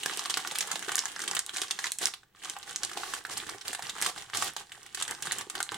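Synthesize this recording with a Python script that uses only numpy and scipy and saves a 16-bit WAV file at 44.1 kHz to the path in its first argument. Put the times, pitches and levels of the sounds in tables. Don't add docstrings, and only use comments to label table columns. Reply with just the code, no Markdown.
import sys
import numpy as np
from scipy import signal
from scipy.fft import rfft, irfft, next_fast_len
from scipy.io import wavfile

SR = 44100
rng = np.random.default_rng(int(sys.argv[2]) if len(sys.argv) > 2 else 0)


def wav_out(sig):
    wavfile.write(sys.argv[1], SR, np.round(np.clip(np.atleast_2d(sig).T, -1, 1) * 32767).astype(np.int16))


N = 254456

# start_s, tick_level_db, tick_hz, pop_level_db, pop_hz, rattle_level_db
SNAPS = [(.032, -14.5, 2920, -31, 1860, -7), (.0605, -2.5, 5670, -20, 1120, -11.5),
         (.0966, -11.5, 3500, -10, 1740, -18.5), (.1347, -15, 4550, -24, 1750, -13),
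         (.1733, -10, 8500, -16, 1150, -12), (.1935, -8, 6600, -12, 1080, -10),
         (.2573, -9.5, 4070, -10.5, 1140, -9), (.298, -9.5, 6800, -10.5, 1650, -2.5),
         (.3069, -7, 6040, -14, 1590, -8), (.3411, -2.5, 4400, -26, 1600, -5),
         (.3714, -13, 4400, -2.5, 1320, -3), (.4489, -14, 2630, -10.5, 1380, -33),
         (.4736, -11, 5320, -17, 1500, -11), (.5117, -13, 3360, -15, 1060, -10.5),
         (.5556, -11, 3860, -17, 1540, -5.5), (.5863, -5, 9200, -20, 1400, -5.5),
         (.6071, -7.5, 5400, -11.5, 1780, -1), (.7144, -11.5, 6070, -6, 1570, -4),
         (.7568, -9.5, 3800, -10, 950, -10.5), (.8258, -17, 6470, -13, 1850, -13.5),
         (.8835, -27, 6300, -10, 1520, -12), (.8922, -15, 3050, -7, 1470, -10),
         (.9184, -13, 6250, -7, 1310, -7), (.956, 0, 8400, -18, 1450, -16), (.968, -9, 7900, -39, 900, -25),
         (.9795, -16, 6350, -8.5, 1600, -2.5), (.9918, 1, 6230, -32, 1550, -16),
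         (1.0562, -6, 7250, -10, 1610, -10), (1.1625, -14.5, 5130, -12.5, 1300, -19),
         (1.1928, -16, 7650, -10.5, 1470, -20), (1.2185, -10.5, 6500, -29, 1400, -9.5),
         (1.2379, -25, 5300, -10, 1580, -11.5), (1.2768, -21, 5100, -9.5, 1800, -3),
         (1.3128, -5, 6250, -12, 860, -10), (1.3492, -21, 6870, -15, 1250, -3.5),
         (1.3674, -5, 4540, -3, 1450, -4), (1.3921, -1, 7250, -15, 1450, -5),
         (1.464, -13, 8200, -36.5, 1700, -22), (1.4931, -12, 3430, -14, 1520, -11),
         (1.5692, -8.5, 7300, -29, 910, -8), (1.5834, -11, 4750, -18, 1500, -13),
         (1.6175, -4.5, 5700, -15, 1250, -4), (1.7089, -8.5, 4330, -15.5, 1240, 0.5),
         (1.7898, -11.5, 4900, -9, 1790, -9.5), (1.842, -9, 5500, -4, 1930, -8.5),
         (1.8678, -11, 4000, -18.5, 1790, -7.5), (1.9198, -4, 7840, -41, 2100, -13.5),
         (1.9865, -8.5, 7950, -32, 1450, -11.5), (2.0568, 3.5, 6740, -26, 1700, -11),
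         (2.0687, -17, 6200, -14, 1700, -3.5), (2.138, -13, 3780, -18.5, 1100, -14),
         (2.232, -43, 4000, -30, 1440, -36), (2.349, -38, 3400, -32, 1210, -44),
         (2.4981, -8, 7900, -23, 1350, -11.5), (2.5651, -21, 2630, -14, 960, -22),
         (2.6289, -20, 4050, -25, 2150, -19), (2.7605, -4, 6100, -21, 1700, -10),
         (2.8337, -4.5, 6300, -11, 1290, -6), (2.8492, -6, 7430, -31, 1590, -11.5),
         (2.9146, -27.5, 4950, -14, 1250, -18), (2.9723, -20, 3650, -11, 860, -8.5),
         (3.0339, -19, 3350, -8.5, 1310, -16.5), (3.1367, -19, 6500, -6.5, 1340, -7),
         (3.2506, -20, 4340, -9.5, 1590, -16), (3.3752, -12, 8500, -19.5, 1300, -8),
         (3.4916, -18, 3380, -13.5, 1060, -12), (3.612, -20, 4860, -21, 1270, -15),
         (3.6812, -7.5, 7740, -26, 1350, -9.5), (3.7306, -15.5, 7540, -12.5, 1780, -8.5),
         (3.7482, -21, 5300, -11.5, 1650, -8), (3.7926, -27, 4900, -10.5, 850, -19),
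         (3.8234, -18, 6400, -17.5, 1850, -13.5), (3.8953, -12, 4720, -33, 1800, -6.5),
         (4.0152, -7, 8000, -10, 1600, -16), (4.0239, -4, 9350, -5.5, 1930, -3.5),
         (4.0619, -12, 4550, -3.5, 1170, -0.5), (4.1776, -19.5, 4430, -15.5, 980, -16),
         (4.299, -26, 5800, -19.5, 1370, -26.5), (4.3346, -14.5, 2950, -10, 1600, -29),
         (4.3482, -12.5, 3700, -10.5, 1210, -7.5), (4.3726, -4.5, 6900, -15, 1640, -9.5),
         (4.4237, -8, 7660, -3.5, 1220, -4.5), (4.5647, -14.5, 4800, -10.5, 1040, -9),
         (4.7195, -17.5, 2920, -23, 2080, -17.5), (4.862, -41, 3500, -23, 2120, -23),
         (4.9469, -13.5, 7340, -18.5, 1500, -7), (4.9736, -17, 4000, -15, 1650, -17),
         (5.0013, -12, 4850, -17, 1300, -14), (5.0128, -13, 7050, -10.5, 1130, -19),
         (5.0229, -25, 6250, -14, 1270, -1), (5.079, -16, 7050, -13, 1420, -11),
         (5.1107, -9, 8500, -16.5, 1290, -12), (5.2243, -11, 7130, -22, 1690, -9),
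         (5.2706, -14.5, 4130, -11, 1560, -12), (5.3113, -9.5, 3780, -9, 1740, -25),
         (5.3204, -4, 7750, -13, 1600, -3), (5.385, -10, 8040, -25, 1050, -10),
         (5.4995, -11.5, 7430, -16.5, 1360, -11.5), (5.5521, -28.5, 4280, -10.5, 1680, -8),
         (5.6029, -25, 4000, -2.5, 1450, -7), (5.6287, -4, 7970, -31, 1290, -14),
         (5.6912, -9.5, 3400, -17, 1510, -26), (5.7191, -22, 5940, -8.5, 970, -13.5),
         (5.7428, -20, 3360, -19.5, 1340, -11)]
# start_s, relative_level_db
BUCKLES = [(.099, -20), (.173, -20), (.88, -14), (1.316, -20), (1.616, -19), (2.03, -18), (4.07, -16),
           (5.111, -19), (5.469, -22), (5.719, -16.5)]
# freq_hz, relative_db
FLEX_SHAPE = [(30, -35.5), (70, -13), (125, -3.5), (195, 2.5), (260, 2), (400, 3), (600, -2), (1000, -35.5)]
# freq_hz, relative_db
RUSTLE_SHAPE = [(300, -25.5), (550, -14.5), (800, -6), (1600, -4.5), (2300, -4), (4000, -32.5)]
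# freq_hz, relative_db
CRACKLE_SHAPE = [(700, -20), (1800, -10), (3000, 4.5), (5000, -4), (8500, 1.5), (10500, -6), (13000, -16),
                 (16000, -33)]
# freq_hz, relative_db
HUSH_SHAPE = [(20, 0), (60, -2.5), (130, -2.5), (300, -12), (1000, -17), (3000, -17.5), (9000, -35),
              (16000, -29.5)]
# freq_hz, gain_db
COLOUR = [(195, -1), (250, -5), (340, 4.5), (480, 2.5), (620, -5.5), (720, 2), (820, 2), (950, -4.5),
          (1160, 2), (1320, -4), (1530, 1.5), (1950, 0.5), (2350, -3.5), (3200, -3), (9000, -1), (11500, 0),
          (16000, 7)]
# freq_hz, correlation (1 = identical)
LIKENESS = [(100, 1), (500, 0.38), (1200, 0.8), (3000, 0.27), (9000, 0.28)]
# freq_hz, t60_s
ROOM_DECAY = [(200, 0.27), (1500, 0.21), (7000, 0.24), (15000, 0.17)]
# start_s, length_s, level_db
SLIDES = [(0.617, 0.015, -31.5), (2.008, 0.039, -34), (2.963, 0.23, -42.5), (3.303, 0.038, -37),
          (4.024, 0.08, -34.5), (4.338, 0.15, -35)]
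# freq_hz, relative_db
RUSH_SHAPE = [(100, -8), (330, -6), (700, 5), (1500, -1.5), (2500, 4), (4500, 6), (8000, 3), (11000, -4),
              (16000, -24)]
# start_s, relative_level_db
NUDGES = [(2.83, -36), (3.469, -47), (4.039, -47), (4.269, -40), (4.341, -38), (4.411, -47), (4.749, -46),
          (5.103, -49), (5.329, -50), (5.42, -45), (5.716, -33)]
# time_s, effort_db
GRIP = [(0, -40.5), (1.1, -43.5), (1.45, -52.5), (1.88, -46), (1.96, -63.5), (2.14, -63), (2.2, -74.5),
        (2.32, -78), (2.39, -56), (2.46, -52), (3.1, -47), (3.235, -58.5), (3.32, -51), (3.6, -55),
        (3.9, -49.5), (4.52, -57), (4.68, -62), (4.74, -51.5), (4.9, -55.5), (5.2, -49), (5.48, -55.5),
        (5.77, -54)]
# start_s, length_s, effort_db, whole_pouch_extra_db
SQUEEZES = [(0.06, 0.14, -41.5, -7.5), (0.394, 0.02, -47.5, -0.5), (0.574, 0.055, -44.5, -10),
            (0.692, 0.067, -48, 3.5), (0.874, 0.13, -45, 1), (1.196, 0.15, -46, 7.5), (1.538, .11, -40, -3),
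            (1.823, 0.056, -39, -6), (2.012, 0.05, -34.5, 0.5), (2.426, 0.096, -45.5, 0.5),
            (2.675, 0.036, -44, 3.5), (2.816, 0.39, -50, 8), (3.295, 0.14, -42.5, 4.5),
            (3.467, 0.086, -45.5, 7.5), (3.655, 0.06, -40.5, -0.5), (3.834, 0.045, -41, -0.5),
            (3.956, .05, -43.5, 4), (4.007, 0.069, -38.5, -2), (4.164, 0.058, -43.5, 1),
            (4.338, 0.15, -40.5, 1), (4.58, 0.032, -42, -1), (4.985, 0.049, -39, -10),
            (5.091, 0.031, -41, 6.5), (5.23, .19, -43, 4), (5.547, 0.032, -45.5, 8.5),
            (5.726, .06, -47.5, 10)]
# start_s, length_s, level_db, first_hz, last_hz
DRAG = (2.95, 0.06, -53, 360, 300)
# freq_hz, relative_db
THRUM_SHAPE = [(25, -1), (60, -10.5), (110, 0.5), (150, -7.5), (260, -32), (1000, -79)]

TOP_HZ = 16100
SQUEEZE_ATTACK_S, SQUEEZE_RELEASE_S = 0.008, 0.017
ON_DESK_S = 2.5


def amp(db):
    return 10 ** (np.asarray(db) / 20)


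def unit(x):
    return x / np.sqrt(np.mean(x ** 2) + 1e-20)


def burst(x):
    return unit(x) / np.sqrt(x.shape[-1])


def along(points, hz):
    point_hz, value = np.transpose(points)
    return np.interp(np.log(hz + 1), np.log(point_hz + 1), value)


def filtered(x, response):
    n = x.shape[-1]
    padded = next_fast_len(n + 1024)
    spectrum = rfft(x, padded) * response(np.fft.rfftfreq(padded, 1 / SR))
    return irfft(spectrum, padded)[..., :n]


def coloured(x, points):
    size = 4096
    gain = amp(along(points, np.fft.rfftfreq(size, 1 / SR)))
    cepstrum = irfft(np.log(gain))
    cepstrum[1:size // 2] *= 2
    cepstrum[size // 2 + 1:] = 0
    impulse = irfft(np.exp(rfft(cepstrum)))
    return signal.fftconvolve(x, impulse[None], axes=1)[:, :x.shape[1]]


def noise(channels=2, size=N):
    return rng.standard_normal((channels, size))


def spread(pair):
    def mid_side_gains(hz):
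        angle = np.arccos(np.clip(along(LIKENESS, hz), 0, 1)) / 2
        return np.array([np.cos(angle), np.sin(angle)])

    mid, side = filtered(pair, mid_side_gains)
    return np.array([mid + side, mid - side])


def placed(x, lag_s, pan_db):
    sides = np.array([[1], [-1]]) / 2
    delayed = filtered(x, lambda hz: np.exp(-2j * np.pi * hz * lag_s * sides))
    return delayed * amp(pan_db * sides)


def add(track, start_s, x):
    part = track[:, max(round(start_s * SR), 0):][:, :x.shape[-1]]
    part += x[..., :part.shape[1]]


def blank(length_s):
    return np.zeros((2, N)), np.arange(int(SR * length_s)) / SR


def ring(t, hz, life_cycles, rise_cycles):
    swing = np.sin(2 * np.pi * hz * t)
    return burst(swing * np.exp(-hz * t / life_cycles) * (1 - np.exp(-hz * t / rise_cycles)))


def flick(t, hz, life_cycles):
    age = hz * t / life_cycles
    return burst(np.sin(2 * np.pi * hz * t) * age ** 2 * np.exp(-age))


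def grains(shape, rate_per_s, scatter_db, hiss, hz, pitch_spread, size=N):
    count = int(rate_per_s * size / SR) + 1
    when, side = rng.random((2, count))
    strength, pitch, sign = rng.standard_normal((3, count))
    t = np.arange(int(3 * SR / hz)) / SR
    fold_hz = hz * np.exp(pitch_spread * np.clip(pitch, -2, 1.5))
    cycles = fold_hz[:, None] * t
    size_gain = np.sign(sign) * amp(scatter_db * np.minimum(strength, 2))
    swings = np.sin(2 * np.pi * cycles) * np.exp(-cycles) * size_gain[:, None]
    places = ((when * size).astype(int)[:, None] + np.arange(len(t))) % size
    places += size * (side < .5)[:, None]
    flips = np.bincount(places.ravel(), swings.ravel(), 2 * size).reshape(2, size)
    pair = unit(coloured(flips, shape)) + hiss * unit(coloured(noise(size=size), shape))
    return unit(spread(pair))


def piece(texture, t):
    start = int(rng.random() * (texture.shape[1] - len(t)))
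    return texture[:, start:start + len(t)]


def tinted(x, centre_hz, depth_db=3.0, ripple_db=2.5, count=24):
    ripple = np.column_stack([np.geomspace(500, TOP_HZ, count), ripple_db * rng.standard_normal(count)])

    def response(hz):
        octaves = np.log2((hz + 1) / centre_hz)
        return amp(depth_db * np.exp(-2 * octaves ** 2) + along(ripple, hz))

    return filtered(x, response)


def snaps(tick_db=2, second_db=-6, pop_db=-3, flutter_db=-4, rattle_db=2, rattle_delay_s=0.001001,
          rattle_t60_s=0.044, flutter_t60_s=0.05, tick_top_hz=12800, typical_hz=6000, deep_ring_power=0.81):
    out, t = blank(1 / 20)
    folds = grains(CRACKLE_SHAPE, rate_per_s=3000, scatter_db=0.5, hiss=0.97, hz=6600,
                   pitch_spread=0.59, size=SR)
    panels = grains(RUSTLE_SHAPE, rate_per_s=1600, scatter_db=2.0, hiss=0.87, hz=1516,
                    pitch_spread=0.48, size=SR)
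    tick_lowpass = signal.butter(2, tick_top_hz, fs=SR)
    creases = list(SNAPS) + small_snaps()
    chances = rng.standard_normal((len(creases), 4))
    for crease, (lag, pan, life, bend_shape) in zip(creases, chances):
        start_s, tick_level, tick_hz, pop_level, pop_hz, rattle_level = crease
        second_hz = min(tick_hz * 0.74 * np.exp(0.39 * bend_shape), TOP_HZ / 2)
        tick_cycles = .38 * np.exp(0.31 * life) * max(typical_hz / tick_hz, 1) ** deep_ring_power
        bend = flick(t, tick_hz, tick_cycles)
        bend = bend + amp(second_db) * ring(t, second_hz, life_cycles=2.9, rise_cycles=0.94)
        tick = amp(tick_level + tick_db) * burst(signal.lfilter(*tick_lowpass, bend))

        pop = amp(pop_level + pop_db) * flick(t, pop_hz, 0.61 * np.exp(-.25 * life))
        flutter = burst(tinted(piece(panels, t), pop_hz) * amp(-60 * t / flutter_t60_s))
        flutter *= amp(pop_level + flutter_db)
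        rattle = burst(tinted(piece(folds, t), tick_hz) * amp(-60 * t / rattle_t60_s))
        rattle *= amp(rattle_level + rattle_db)

        point = placed(tick + pop, lag_s=2.2e-5 + 1.2e-5 * lag, pan_db=0.4 + 0.82 * pan)
        add(out, start_s, point + flutter)
        add(out, start_s + rattle_delay_s, rattle)
    return out


def small_snaps(count=110, tick_db=23.5, pop_db=20.5, rattle_db=22.0, scatter_db=4.5,
                tick_hz=5700, pop_hz=1450, tick_spread=0.38, pop_spread=.22):
    when = (np.arange(count) + 2 * rng.random(count)) / (count + 1)
    tick, pop, rattle, crease, panel = np.clip(rng.standard_normal((count, 5)), -1.5, 1.5).T
    effort_db = 20 * np.log10(effort()[(when * (N - 1)).astype(int)])
    return list(zip(when * N / SR,
                    effort_db + tick_db + scatter_db * tick, tick_hz * np.exp(tick_spread * crease),
                    effort_db + pop_db + scatter_db * pop, pop_hz * np.exp(pop_spread * panel),
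                    effort_db + rattle_db + scatter_db * rattle))


def buckles(level_db=-3.0, typical_hz=420):
    out, t = blank(1 / 20)
    for (start_s, db), pitch in zip(BUCKLES, rng.standard_normal(len(BUCKLES))):
        push = ring(t, typical_hz * np.exp(.07 * pitch), life_cycles=0.72, rise_cycles=0.48)
        add(out, start_s, amp(db + level_db) * push)
    return out


def crinkle(flex_db=-16.0, rustle_db=-5.5, crackle_db=-0.5, rustle_share=.6):
    flex = grains(FLEX_SHAPE, rate_per_s=140, scatter_db=5.5, hiss=0.92, hz=238, pitch_spread=0.54)
    rustle = grains(RUSTLE_SHAPE, rate_per_s=400, scatter_db=4.0, hiss=0.63, hz=1400, pitch_spread=0.52)
    crackle = grains(CRACKLE_SHAPE, rate_per_s=900, scatter_db=4.0, hiss=0.65, hz=5270, pitch_spread=0.43)
    return (amp(flex_db) * effort(pouch_share=1) * flex
            + amp(rustle_db) * effort(rustle_share) * rustle
            + amp(crackle_db) * effort() * crackle)


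def effort(pouch_share=0):
    t = np.arange(0, N, 64) / SR
    start_s, length_s, db, pouch_db = np.transpose(SQUEEZES)[:, :, None]
    before = np.maximum(start_s - t, 0) / SQUEEZE_ATTACK_S
    after = np.maximum(t - start_s - length_s, 0) / SQUEEZE_RELEASE_S
    swell = np.exp(-np.minimum(before + after, 20))
    squeezing = np.linalg.norm(amp(db + pouch_share * pouch_db) * swell, axis=0)
    grip = amp(np.interp(t, *np.transpose(GRIP)))
    return np.interp(np.arange(N) / SR, t, np.hypot(grip, squeezing))


def slides(rise_s=0.011, fade_s=0.006):
    t = np.arange(N) / SR
    rubbing = np.zeros(N)
    for start_s, length_s, db in SLIDES:
        rise = (t - start_s) / rise_s
        fade = (start_s + length_s - t) / fade_s + .5
        rubbing += amp(db) * np.clip(np.minimum(rise, fade), 0, 1)
    return rubbing * unit(coloured(spread(noise()), RUSH_SHAPE))


def drag(half_width_hz=45, edge_s=0.026):
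    start_s, length_s, db, first_hz, last_hz = DRAG
    out, t = blank(1 / 2)
    stir = unit(signal.lfilter(*signal.butter(2, half_width_hz, fs=SR), noise(size=len(t))))
    phase = 2 * np.pi * np.cumsum(np.interp(t, [0, length_s], [first_hz, last_hz])) / SR
    stroke = amp(db) * np.clip(np.minimum(t, length_s - t) / edge_s, 0, 1)
    add(out, start_s, stroke * (stir[0] * np.cos(phase) + stir[1] * np.sin(phase)))
    return out


def nudges(level_db=9, thud_hz=115):
    out, t = blank(1 / 8)
    for (start_s, db), pitch in zip(NUDGES, rng.standard_normal(len(NUDGES))):
        thud = ring(t, thud_hz * np.exp(.08 * pitch), life_cycles=1.9, rise_cycles=0.74)
        add(out, start_s, amp(db + level_db) * thud)
    return out


def thrum(level_db=-21, follow_power=0.88, full_effort_db=-42):
    contact = np.clip((np.arange(N) / SR - ON_DESK_S) * 10, 0, 1)
    full = amp(full_effort_db)
    push = full * (effort(pouch_share=0.62) / full) ** follow_power
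    return amp(level_db) * contact * push * unit(coloured(noise(channels=1), THRUM_SHAPE))


def room(x, desk_db=-13, desk_delay_s=.0026, desk_t60_s=0.0026, tail_db=-9, tail_delay_s=.004):
    out, t = blank(1 / 3)
    hop = SR // 6
    for start in range(0, N, hop):
        part = x[:, start:start + hop].mean(0, keepdims=True)
        bounce = burst(spread(noise(size=len(t))) * amp(-60 * t / desk_t60_s))
        hz, age_s, bins = signal.stft(spread(noise(size=len(t))), SR, nperseg=256)
        decay = amp(-60 * age_s / along(ROOM_DECAY, hz)[:, None])
        tail = burst(signal.istft(bins * decay, SR, nperseg=256)[1])
        add(out, start / SR + desk_delay_s, amp(desk_db) * signal.fftconvolve(part, bounce, axes=1))
        add(out, start / SR + tail_delay_s, amp(tail_db) * signal.fftconvolve(part, tail, axes=1))
    return out


def hush(level_db=-68.5):
    return amp(level_db) * unit(coloured(spread(noise()), HUSH_SHAPE))


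def scene(radiates_above_hz=130):
    packet = snaps() + buckles() + crinkle() + slides() + drag()
    packet = signal.lfilter(*signal.butter(2, radiates_above_hz, "high", fs=SR), packet)
    left_right_db = [[-1.5], [1]]
    return (packet + room(packet)) * amp(left_right_db) + nudges() + thrum() + hush()


def record(dry, low_cut_hz=30):
    return filtered(coloured(dry, COLOUR), lambda hz: (hz < TOP_HZ) * hz / np.hypot(hz, low_cut_hz))


dry = scene()
out = record(dry)
wav_out(out)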